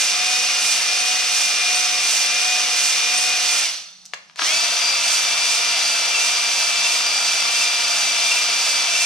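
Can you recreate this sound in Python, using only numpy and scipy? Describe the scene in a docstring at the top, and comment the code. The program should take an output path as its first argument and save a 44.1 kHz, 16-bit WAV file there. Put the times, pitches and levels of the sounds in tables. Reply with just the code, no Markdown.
"""A cordless drill spins a ball hone up and down a cylinder of an iron engine block in a garage.
The gears whine and rattle as sine tones and dense tiny knocks; the balls scrape as coloured impacts and squeal.
The speed sags with every stroke; then the drill coasts to a stop and the balls ring their wire springs.
The trigger and the direction switch click, built from short knocks and rings.
It starts again the other way round: the gears strain, the hone jolts, and the strokes go on."""
import sys
import numpy as np
from scipy import signal
from scipy.fft import rfft, irfft
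from scipy.io import wavfile

SR = 44100
rng = np.random.default_rng(int(sys.argv[2]) if len(sys.argv) > 2 else 0)


def materialize(psi):
    """Save the field psi as 16-bit PCM at rate SR to the path in sys.argv[1].

    A 1-D psi becomes a single channel; in a 2-D psi each row is a channel.
    """
    bounded = np.clip(np.atleast_2d(psi).T, -1, 1)
    quanta = np.round(bounded * 32767).astype(np.int16)
    wavfile.write(sys.argv[1], SR, quanta)


N = 399105
TIME, FREQ = np.arange(N) / SR, np.arange(N // 2 + 1) * SR / N  # seconds, Hz
RELEASE_S, REVERSE_S, RESTART_S = 3.63, 4.134, 4.36  # trigger let go, direction changed, motor on again
GEAR_RATIO = 8  # motor turns for one turn of the chuck and hone

# where each stroke turns round deep in the bore: (time [s], motor speed [turns/s], extra rubbing [dB])
BOTTOMS = [(0.0, 241.3, 6.5), (0.70, 240.7, 6), (1.413, 240.7, 6), (2.14, 239.1, 6.5), (2.86, 240.8, 6),
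           (3.538, 240.6, 5), (5.14, 235.3, 6), (5.90, 234.5, 2.5), (6.6, 234.2, 2.5), (7.3, 234.4, 2),
           (7.98, 234.6, 3.5), (8.68, 234, 4)]
# where each stroke turns round at the mouth, and the stones catch the rim:
# (time [s], motor speed [turns/s], extra rubbing [dB])
MOUTHS = [(0.33, 247.2, 2), (1.081, 246.7, 2), (1.77, 244.4, 3.5), (2.472, 245.5, 1.5), (3.21, 245.5, 3.5),
          (4.55, 238.1, 3), (5.521, 239.4, 4.5), (6.249, 238.4, 4), (6.912, 239.2, 3.5), (7.59, 238.3, 3.5),
          (8.3, 239, 4), (9.01, 237.6, 4.5)]
# spectrum of the sharp grit: (frequency [Hz], relative level [dB])
GRIT = [(300, -60), (3000, -40), (6000, 5.5), (7400, 1.5), (8600, 2), (10400, -7), (11300, -16),
        (12400, -13), (14000, -20), (15500, -37)]


def undb(db):
    """Turn decibels into a gain."""
    return 10 ** (np.asarray(db) / 20)


def unit(x):
    """Scale a sound to an average (rms) level of 1."""
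    return x / np.sqrt(np.mean(x ** 2))


def contour(points):
    """Join (Hz, value) points by lines on a log-frequency axis."""
    hz, value = np.transpose(points)
    return np.interp(np.log(FREQ + 1), np.log(hz), value)


def colour(x, points):
    """Shape a sound with a spectrum, then set its rms to 1."""
    return unit(irfft(rfft(x) * undb(contour(points)), N))


def walk(rate):
    """Smooth random curve of rms 1 that changes about rate times a second."""
    return unit(irfft(rfft(rng.standard_normal(N)) / (1 + (FREQ / rate) ** 4), N))


def bump(s, length):
    """A smooth swell that peaks at s and reaches length seconds to either side."""
    return np.maximum(1 - ((TIME - s) / length) ** 2, 0) ** 2


def pan(x, db):
    """Place a sound left (plus dB) or right (minus dB), keeping its mid level."""
    left = undb(db) / (1 + undb(db))
    return 2 * np.array([left * x, (1 - left) * x])


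def impacts(per_second, spread_db):
    """Dense tiny blows of scattered size and either sign."""
    hit = rng.random(N) < per_second / SR
    size = undb(spread_db * rng.standard_normal(N))
    return unit(hit * rng.choice([-1, 1], N) * size)


def scattered(per_second, spread_db, share):
    """Impacts in two channels; a share of their power reaches the two ports by unrelated paths."""
    common, left, right = (impacts(per_second, spread_db) for _ in range(3))
    return np.sqrt(1 - share) * common + np.sqrt(share) * np.array([left, right])


def ports(x, lag_s=.000028):
    """The hone lies to the right, louder there in the treble; a slight lag separates the two ports."""
    # place of the hone between the ears: (frequency [Hz], left minus right [dB])
    hone_side = [(2000, 0.5), (4500, -3), (8500, -3.5), (12000, -8.5), (15000, -6)]
    left, right = rfft(x)
    side_db = contour(hone_side)
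    late = np.exp(-2j * np.pi * FREQ * lag_s)
    return irfft([left * undb(side_db / 2), right * undb(-side_db / 2) * late], N)


def centre_bass(x):
    """Draw low notes towards the middle, since long waves reach both ports alike."""
    # how much of the sideways place is heard: (frequency [Hz], share)
    width = [(230, .25), (520, 1.36), (1500, 1.18)]
    mid = x.mean(axis=0)
    side = irfft(rfft(x[0] - x[1]) / 2 * contour(width), N)
    return np.array([mid + side, mid - side])


def garage_hum():
    """Faint noise with the garage's spectrum, nearly all of it unrelated in the two channels."""
    # spectrum of the background: (frequency [Hz], relative level [dB])
    background = [(25, -10), (48, -8), (60, 3), (76, -8), (100, -9), (150, 9), (184, 14.5), (260, -4),
                  (500, -5), (720, 5), (950, 0), (2000, -5), (8000, -22), (15000, -56)]
    middle = undb(-79.0) * colour(rng.standard_normal(N), background)
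    wide = undb(-61) * colour(rng.standard_normal((2, N)), background)
    return middle + wide


def echoes(t60=0.42, treble_t60=0.25, near_db=-2, near_t60=0.05):
    """Quick reflections off the block and the worker, then the room's tail, shorter in the treble."""
    t, out = TIME[:SR * 3 // 4], []
    low_pass = signal.butter(1, 5000, fs=SR, output="sos")
    apart = signal.butter(1, 600, "highpass", fs=SR, output="sos")  # long waves reach both ports alike
    shared = rng.standard_normal((2, len(t)))
    for _ in range(2):
        own = rng.standard_normal((2, len(t)))
        noise, near = shared + signal.sosfilt(apart, own - shared)
        low = signal.sosfilt(low_pass, noise)
        tail = low * 1000 ** (-t / t60) + (noise - low) * 1000 ** (-t / treble_t60)
        tail = tail * (t > .008)
        near = near * 1000 ** (-t / near_t60) * (t > .001)
        out.append(tail / np.linalg.norm(tail) + undb(near_db) * near / np.linalg.norm(near))
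    return np.array(out)


def garage(x, height, wet_db):
    """The pattern of reflections shifts as the tool passes bottom, middle and mouth."""
    wet, mono = 0, x.mean(axis=0, keepdims=True)
    for place in (-1, 0, 1):
        nearness = np.cos(np.pi / 2 * np.minimum(np.abs(height - place), 1))
        wet = wet + signal.fftconvolve(nearness * mono, echoes(), axes=1)[:, :N]
    return x + undb(wet_db) * wet


def swing(deep, mouth, deep_lag_s=0, mouth_lag_s=0):
    """A value that moves to and fro between the two ends of every stroke."""
    s = np.column_stack([np.array(BOTTOMS)[:, 0] + deep_lag_s, np.array(MOUTHS)[:, 0] + mouth_lag_s])
    values = np.column_stack([deep * np.ones(len(s)), mouth * np.ones(len(s))])
    return np.interp(TIME, s.ravel(), values.ravel())


def motor():
    """Turns per second, the share of full speed, and the load on the gears."""
    slowest_lag_s, fastest_lag_s = 0.1114, 0.0405  # slowest just after the bottom, fastest after the mouth
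    coast_s, coast_shape = .2, 1.65  # how the speed dies away once the trigger is let go
    spin_up_s, spin_up_shape = .061, 1.05  # and how it comes back
    unload_s = 0.086  # the gears lose their load this fast
    deep_hz, mouth_hz = np.array(BOTTOMS)[:, 1], np.array(MOUTHS)[:, 1]
    released, restarted = np.maximum(TIME - RELEASE_S, 0), np.maximum(TIME - RESTART_S, 0)
    coasting = np.exp(-(released / coast_s) ** coast_shape)
    rising = 1 - np.exp(-(restarted / spin_up_s) ** spin_up_shape)
    running = np.where(TIME > RESTART_S, rising, coasting)
    torque = np.where(TIME > RESTART_S, 1, np.exp(-released / unload_s))
    return running * swing(deep_hz, mouth_hz, slowest_lag_s, fastest_lag_s), running, torque


def clicks(snap_t60=0.017, crack_t60=0.012, crack_db=-7, ring_db=-7):
    """Each blow is a dry knock that cracks, rings the shell briefly and adds a bright snap."""
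    # trigger, direction switch and gears taking up their play:
    # (time [s], dry peak [dB], bright snap against knock [dB], left minus right [dB])
    blows = [(4.054, -28, 18, 2), (4.061, -26, 20, -6), (4.135, -27, -8, 3), (4.136, -10.5, -30, 7),
             (4.1378, -17.5, -3, 3), (4.143, -23.5, 3, -8), (4.1442, -29, -5, 0), (4.298, -31, -27, 6),
             (4.311, -41, -6, 3), (4.335, -42, -20, 3), (4.359, -24.5, -1, 6), (4.364, -30, -4, 3),
             (4.392, -12.5, -28, 7), (4.395, -8, -20, 5), (4.418, -8.5, -37, 4), (4.421, -7, -25, 4)]
    # ringing of the plastic shell: (frequency [Hz], relative level [dB], time to fall by 60 dB [s])
    shell = [(420, -18, 0.015), (1060, 1, 0.011), (1350, 5, 0.015), (1640, 13, 0.012), (2460, 7, 0.015),
             (2850, -3, .018), (3500, 3, 0.016), (4120, -1, .014), (4750, 5, 0.026), (5500, 2, .014),
             (6450, -3, .016)]
    out, t = np.zeros((2, N)), TIME[:SR // 8]
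    treble = signal.butter(2, [4100, 7200], "bandpass", fs=SR, output="sos")
    body = np.vstack([signal.butter(2, [800, 3900], "bandpass", fs=SR, output="sos"),
                      signal.butter(4, 6400, fs=SR, output="sos")])
    small = signal.butter(2, 300, "highpass", fs=SR, output="sos")  # the blows carry no deep bass
    knock = signal.sosfilt(body, 1.0 * (t == 0))
    for s, db, bright_db, side_db in blows:
        ring = sum(rng.choice([-1, 1]) * undb(d - 60 * t / t60) * np.sin(2 * np.pi * f * t)
                   for f, d, t60 in shell)
        crack = signal.sosfilt(body, rng.standard_normal(len(t))) * 1000 ** (-t / crack_t60)
        snap = signal.sosfilt(treble, rng.standard_normal(len(t))) * 1000 ** (-t / snap_t60)
        blow = unit(knock) + undb(ring_db) * unit(ring)
        blow = blow + undb(crack_db) * unit(crack) + undb(bright_db) * unit(snap)
        blow = signal.sosfilt(small, blow)
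        start = int(s * SR)
        out[:, start:start + len(t)] += pan(blow / np.abs(blow).max() * undb(db), side_db)
    return out


def jolts(low_hz=300, high_hz=720, t60=0.05):
    """Dull thuds of the hone against the bore as it starts to turn: fading low noise."""
    # the thuds: (time [s], level of the noise at the start [dB])
    thuds = [(4.395, -44), (4.418, -31)]
    push = sum(undb(db) * (TIME > s) * 1000 ** (-np.maximum(TIME - s, 0) / t60) for s, db in thuds)
    body = signal.butter(3, [low_hz, high_hz], "bandpass", fs=SR, output="sos")
    noise = rng.standard_normal(N)
    return pan(signal.sosfilt(body, push * noise) / signal.sosfilt(body, noise).std(), 0)


def run_down(db=-38, peak_s=3.73, rise_s=0.046, fall_db_per_s=52, top_hz=8500):
    """As the hone slows, single balls knock on the bore and ring their wire springs."""
    # ringing of the springs: (frequency [Hz], width [Hz], relative level [dB])
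    springs = [(1350, 70, -5), (2720, 100, -15), (3650, 100, 0), (4320, 130, 5), (5220, 120, -9),
               (5860, 160, 4)]
    ring = sum(undb(d) * FREQ * width / (FREQ * width + 1j * (FREQ ** 2 - hz ** 2))
               for hz, width, d in springs)
    ring = ring / (1 + (FREQ / top_hz) ** 6)  # the knocks carry little treble above top_hz
    blows = scattered(per_second=600, spread_db=0, share=0.34)
    knocks = unit(irfft(rfft(blows) * ring, N))
    rise = np.clip(1 + (TIME - peak_s) / rise_s, 0, 1)
    return knocks * rise * undb(db - fall_db_per_s * np.maximum(TIME - peak_s, 0))


def squeals(low_rough=0.2, high_rough=0.97, sag_hz_per_s=1200, rasp_db=-10, rasp_lag_s=0.063, rasp_s=0.03):
    """Short stick-slip tones that sag in pitch, the high ones hoarse; the balls then rasp over the rim."""
    # squeals of the stones at the mouth: (time [s], frequency [Hz], level [dB], half-length [s])
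    rim_tones = [(1.011, 8800, -33, 0.029), (1.088, 8760, -31, .03), (1.76, 8800, -26, 0.015),
                 (2.433, 8810, -40, 0.031), (3.183, 8800, -23, 0.015), (3.246, 8840, -35, 0.031),
                 (6.155, 2710, -21, 0.02), (6.189, 2660, -25, 0.023), (6.221, 2700, -24, 0.019),
                 (6.86, 2710, -20, 0.024), (6.925, 2680, -25.5, .022), (7.565, 2705, -26, 0.022),
                 (7.624, 2680, -23.5, 0.02), (8.32, 2730, -18.5, 0.016), (8.374, 2650, -23, 0.02),
                 (8.962, 2690, -22, 0.018), (9.022, 2680, -23, 0.024)]
    tone, rasp, slip = 0, 0, walk(130)
    for s, hz, db, length in rim_tones:
        rough = np.interp(hz, [2700, 8800], [low_rough, high_rough])  # phase jitter in radians
        cycles = (hz - sag_hz_per_s * (TIME - s) / 2) * (TIME - s)
        wave = np.sqrt(2) * np.sin(2 * np.pi * cycles + rough * slip)
        tone = tone + undb(db) * bump(s, length) * wave
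        rasp = rasp + undb(db + rasp_db) * bump(s + rasp_lag_s, rasp_s)
    return pan(tone, 0), rasp * colour(scattered(per_second=8300, spread_db=2, share=.5), GRIT)


def rubbing(running):
    """Rubbing level, and grit against it, in dB: they follow speed and swell where strokes turn round."""
    forward_db, back_db, grit_db = -20.5, -21, -8.5  # in mid-stroke; grit relative to rubbing
    grit_slow_db = -8  # a slow hone sheds less grit
    deep_press_s, mouth_press_s = 0.16, 0.13  # half-lengths of the harder rubbing at each end of a stroke
    scrape_share = 0.27  # the part of that swell that the scrape follows
    coast_power, start_power = 1.9, 1.16  # rubbing as a power of speed
    settle_db, settle_db_per_s = -41, 21  # the balls rustle on their springs as the hone comes to rest
    bite_db, bite_lag_s, bite_s = 4.5, 0.094, 0.081  # the stones bite harder as they start to turn
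    press_db = (sum(db * bump(s, deep_press_s) for s, _, db in BOTTOMS)
                + sum(db * bump(s, mouth_press_s) for s, _, db in MOUTHS))
    turning = np.where(TIME < RESTART_S, undb(forward_db) * running ** coast_power,
                       undb(back_db) * running ** start_power)
    settling = undb(settle_db - settle_db_per_s * np.maximum(TIME - RELEASE_S, 0))
    rub_db = 20 * np.log10(np.hypot(turning, settling)) + bite_db * bump(RESTART_S + bite_lag_s, bite_s)
    grit_level_db = grit_db + grit_slow_db * (1 - running) + (1 - scrape_share) * press_db
    return rub_db + scrape_share * press_db, grit_level_db


def hone(turns, rub_db, grit_db, sweep=0.026, grab_db=.5, scrape_db=-2.0):
    """Abrasive balls scrape the iron and shed sharp grit; the pressure varies around the bore."""
    # spectrum of the scraped bore: (frequency [Hz], relative level [dB])
    bore_tint = [(100, -61), (400, -23.5), (1800, -17.5), (2700, -3.5), (3400, -3.5), (3950, -4), (4600, 0),
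                 (5500, 0), (6150, 1.5), (6700, -12.5), (7600, -14), (11000, -20.5), (15500, -66)]
    pressure = (1 + sweep * np.sin(2 * np.pi * turns / GEAR_RATIO)) * undb(grab_db * walk(42))
    scrape = undb(scrape_db) * colour(scattered(per_second=6000, spread_db=1.0, share=0.064), bore_tint)
    grit = undb(grit_db) * colour(scattered(per_second=5000, spread_db=1.5, share=0.96), GRIT)
    return undb(rub_db) * pressure * (scrape + grit)


def rattle(turns, beat=0.12):
    """Gear teeth knock into the housing, harder once every motor turn; each tooth flank has its own colour."""
    # spectrum of the housing: (frequency [Hz], relative level [dB])
    housing = [(90, -52), (165, -19), (310, -18), (480, -11), (720, -2.5), (1060, -5), (1180, 0.5),
               (1440, 0), (1620, -3), (1800, -1.5), (2050, 2.5), (2800, 0.5), (4000, -2.5), (7000, -16.5),
               (15000, -58)]
    # tint of the rattle turning forward, and the opposite turning back: (frequency [Hz], change [dB])
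    flank_tint = [(300, .5), (700, -0.93), (1400, -0.44), (1950, 1), (2700, 0)]
    blows = impacts(per_second=7000, spread_db=2.0) * (1 + beat * np.sin(2 * np.pi * turns))
    knocks = rfft(colour(blows, housing))
    flank = undb(contour(flank_tint))
    return np.where(TIME < REVERSE_S, irfft(knocks * flank, N), irfft(knocks / flank, N))


def rattle_level(hz, running, torque, height):
    """Coasting gears rattle softly; they take up the load again as they spin up."""
    forward_db, back_db = -28.5, -28
    coast_db = -16  # relative to the loaded gears
    deep_db = 0.36  # the gears rattle more deep in the bore, less at its mouth
    loaded = np.where(TIME > RESTART_S, undb(back_db) * np.minimum(hz / 150, 1) ** 2,
                      undb(forward_db) * np.maximum(torque, undb(coast_db) * running))
    return loaded * undb(-deep_db * height)


def spin_up(turns, rough=0.56, flutter_db=3):
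    """While the motor accelerates, the loaded gear stages sing out hoarsely."""
    # the straining gear stages: (time [s], half-length [s], multiple of motor speed, peak of the sine [dB])
    strain = [(4.52, .06, 2.875, -39), (4.5, 0.12, 10, -33), (4.525, 0.088, 11.25, -27),
              (4.505, 0.059, 15, -24), (4.56, 0.054, 20, -27), (4.54, .08, 30, -33)]
    out = 0
    for s, length, multiple, db in strain:
        level = undb(db + flutter_db * walk(50)) * bump(s, length)
        out = out + level * np.sin(2 * np.pi * multiple * turns + rough * walk(90))
    return out


def whine(turns, running, height, flutter_db=2.5, twist=0.016, smear=0.36, low_stroke_db=1.5,
          back_share=0.51, emerge_power=6, loose_smear=0.66, mesh_steadiness=0.27):
    """Tooth-mesh tones at multiples of the motor speed; the play in the gears smears them."""
    # the tones: {multiple of motor speed: (relative level forward [dB], relative level back [dB])}
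    mesh_tones = {1: (-58.5, -56), 2: (-53, -55.5), 2.875: (-72, -46), 3: (-41, -48), 4: (-66, -45),
                  6: (-53, -51), 10: (-30, -31), 10.5: (-43, -45), 11: (-42.5, -43.5),
                  11.25: (-40.5, -33.5), 11.5: (-36, -42), 12: (-49, -41.5), 13.5: (-55, -41.5),
                  14.25: (-46, -43), 14.625: (-60, -40.5), 15: (-37.5, -36), 19: (-55, -47),
                  20: (-45, -29.5), 21: (-41, -58), 22.5: (-36, -46), 25: (-43, -44), 30: (-46, -44),
                  33.75: (-48, -51), 35: (-47, -56), 36: (-49, -58), 40: (-48.5, -63), 45: (-67, -54),
                  50: (-68, -64)}
    # tones that change with the stroke: positive ones are louder near the mouth, negative ones near the bottom:
    # {multiple: (change turning forward [dB], lag [s])}
    stroke_changes = {3: (5, -0.0028), 10: (1.05, -0.041), 15: (2.2, -0.12), 20: (-1.4, -0.089)}
    # the two leading tones surge and sink: (time [s], half-length [s], multiple, change [dB])
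    surges = [(0.68, .11, 10, 2.5), (0.83, .06, 10, -5), (1.262, 0.062, 10, -7), (1.65, .1, 10, 2.5),
              (2.358, 0.072, 10, 3.5), (2.54, .1, 10, 4.5), (2.672, .07, 10, -5), (3.064, 0.093, 10, 3),
              (3.32, 0.067, 10, 3.5), (3.552, 0.062, 10, 2), (4.74, .17, 10, -6), (4.886, 0.079, 20, 5),
              (5.0, 0.055, 20, -6), (5.3, 0.13, 20, -5), (6.22, .17, 20, -4), (7.12, 0.2, 20, 2),
              (7.95, .07, 20, 3), (8.17, .06, 20, -3), (8.95, 0.19, 20, -7)]
    angle = 2 * np.pi * turns + twist * walk(22)  # the whole gear train twists a little
    flutters = [walk(22) for _ in range(2)]
    forward, out = TIME < REVERSE_S, 0
    for multiple, (forward_db, back_db) in mesh_tones.items():
        shake, slip = (np.roll(f, rng.integers(N)) for f in flutters)
        shake = np.minimum(shake, 1)  # teeth can lose contact, but cannot mesh more than fully
        stroke_db, lag = stroke_changes.get(multiple, (low_stroke_db * (multiple < 10), 0))
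        # the low tones change less with the stroke turning back
        share = np.where(forward, 1, back_share) if multiple <= 10 else 1
        db = np.where(forward, forward_db, back_db) + flutter_db * shake
        db = db + stroke_db * share * np.interp(TIME - lag, TIME, height)
        if multiple == 10:  # this main mesh tone flutters less
            db = db - mesh_steadiness * flutter_db * shake
        db = db + sum(change * bump(s, length) for s, length, which, change in surges if which == multiple)
        # the later gear stages, at uneven multiples, have more play
        blur = smear * min(multiple / 10, 2) + loose_smear * (multiple % 1 > 0)
        # the high tones need nearly full speed
        emerged = running ** (emerge_power * np.clip(multiple / 10, 1, 2))
        out = out + undb(db) * emerged * np.sin(multiple * angle + blur * slip)
    return out


def scene():
    """Drill, hone and clicks in the garage, over its faint hum."""
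    hz, running, torque = motor()
    turns = np.cumsum(hz) / SR
    height = swing(-1, 1, deep_lag_s=0.046)  # -1 deep in the bore, +1 at its mouth
    # the drill leans left as it is lifted towards the listener, most a little before the rim;
    # tones and gears each take their own multiple of this lean
    lean = swing(2.5, 7.5, mouth_lag_s=-0.093)
    tones = pan(whine(turns, running, height) * torque * undb(3) + spin_up(turns), 0.53 * lean)
    gears = pan(rattle(turns) * rattle_level(hz, running, torque, height), 1.3 * lean)
    squeal, rasp = squeals()
    bore = ports(hone(turns, *rubbing(running)) + rasp + run_down())
    singing = garage(tones + squeal, height, wet_db=-16)
    knocking = garage(gears + clicks() + jolts(), height, wet_db=-7)
    return centre_bass(singing + knocking) + garage(bore, height, wet_db=-11.0) + garage_hum()


def record(dry):
    """A steep low-pass filter cuts the treble above 15.6 kHz."""
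    return signal.sosfilt(signal.ellip(8, .2, 70, 15600, fs=SR, output="sos"), dry)


dry = scene()
out = record(dry)
materialize(out)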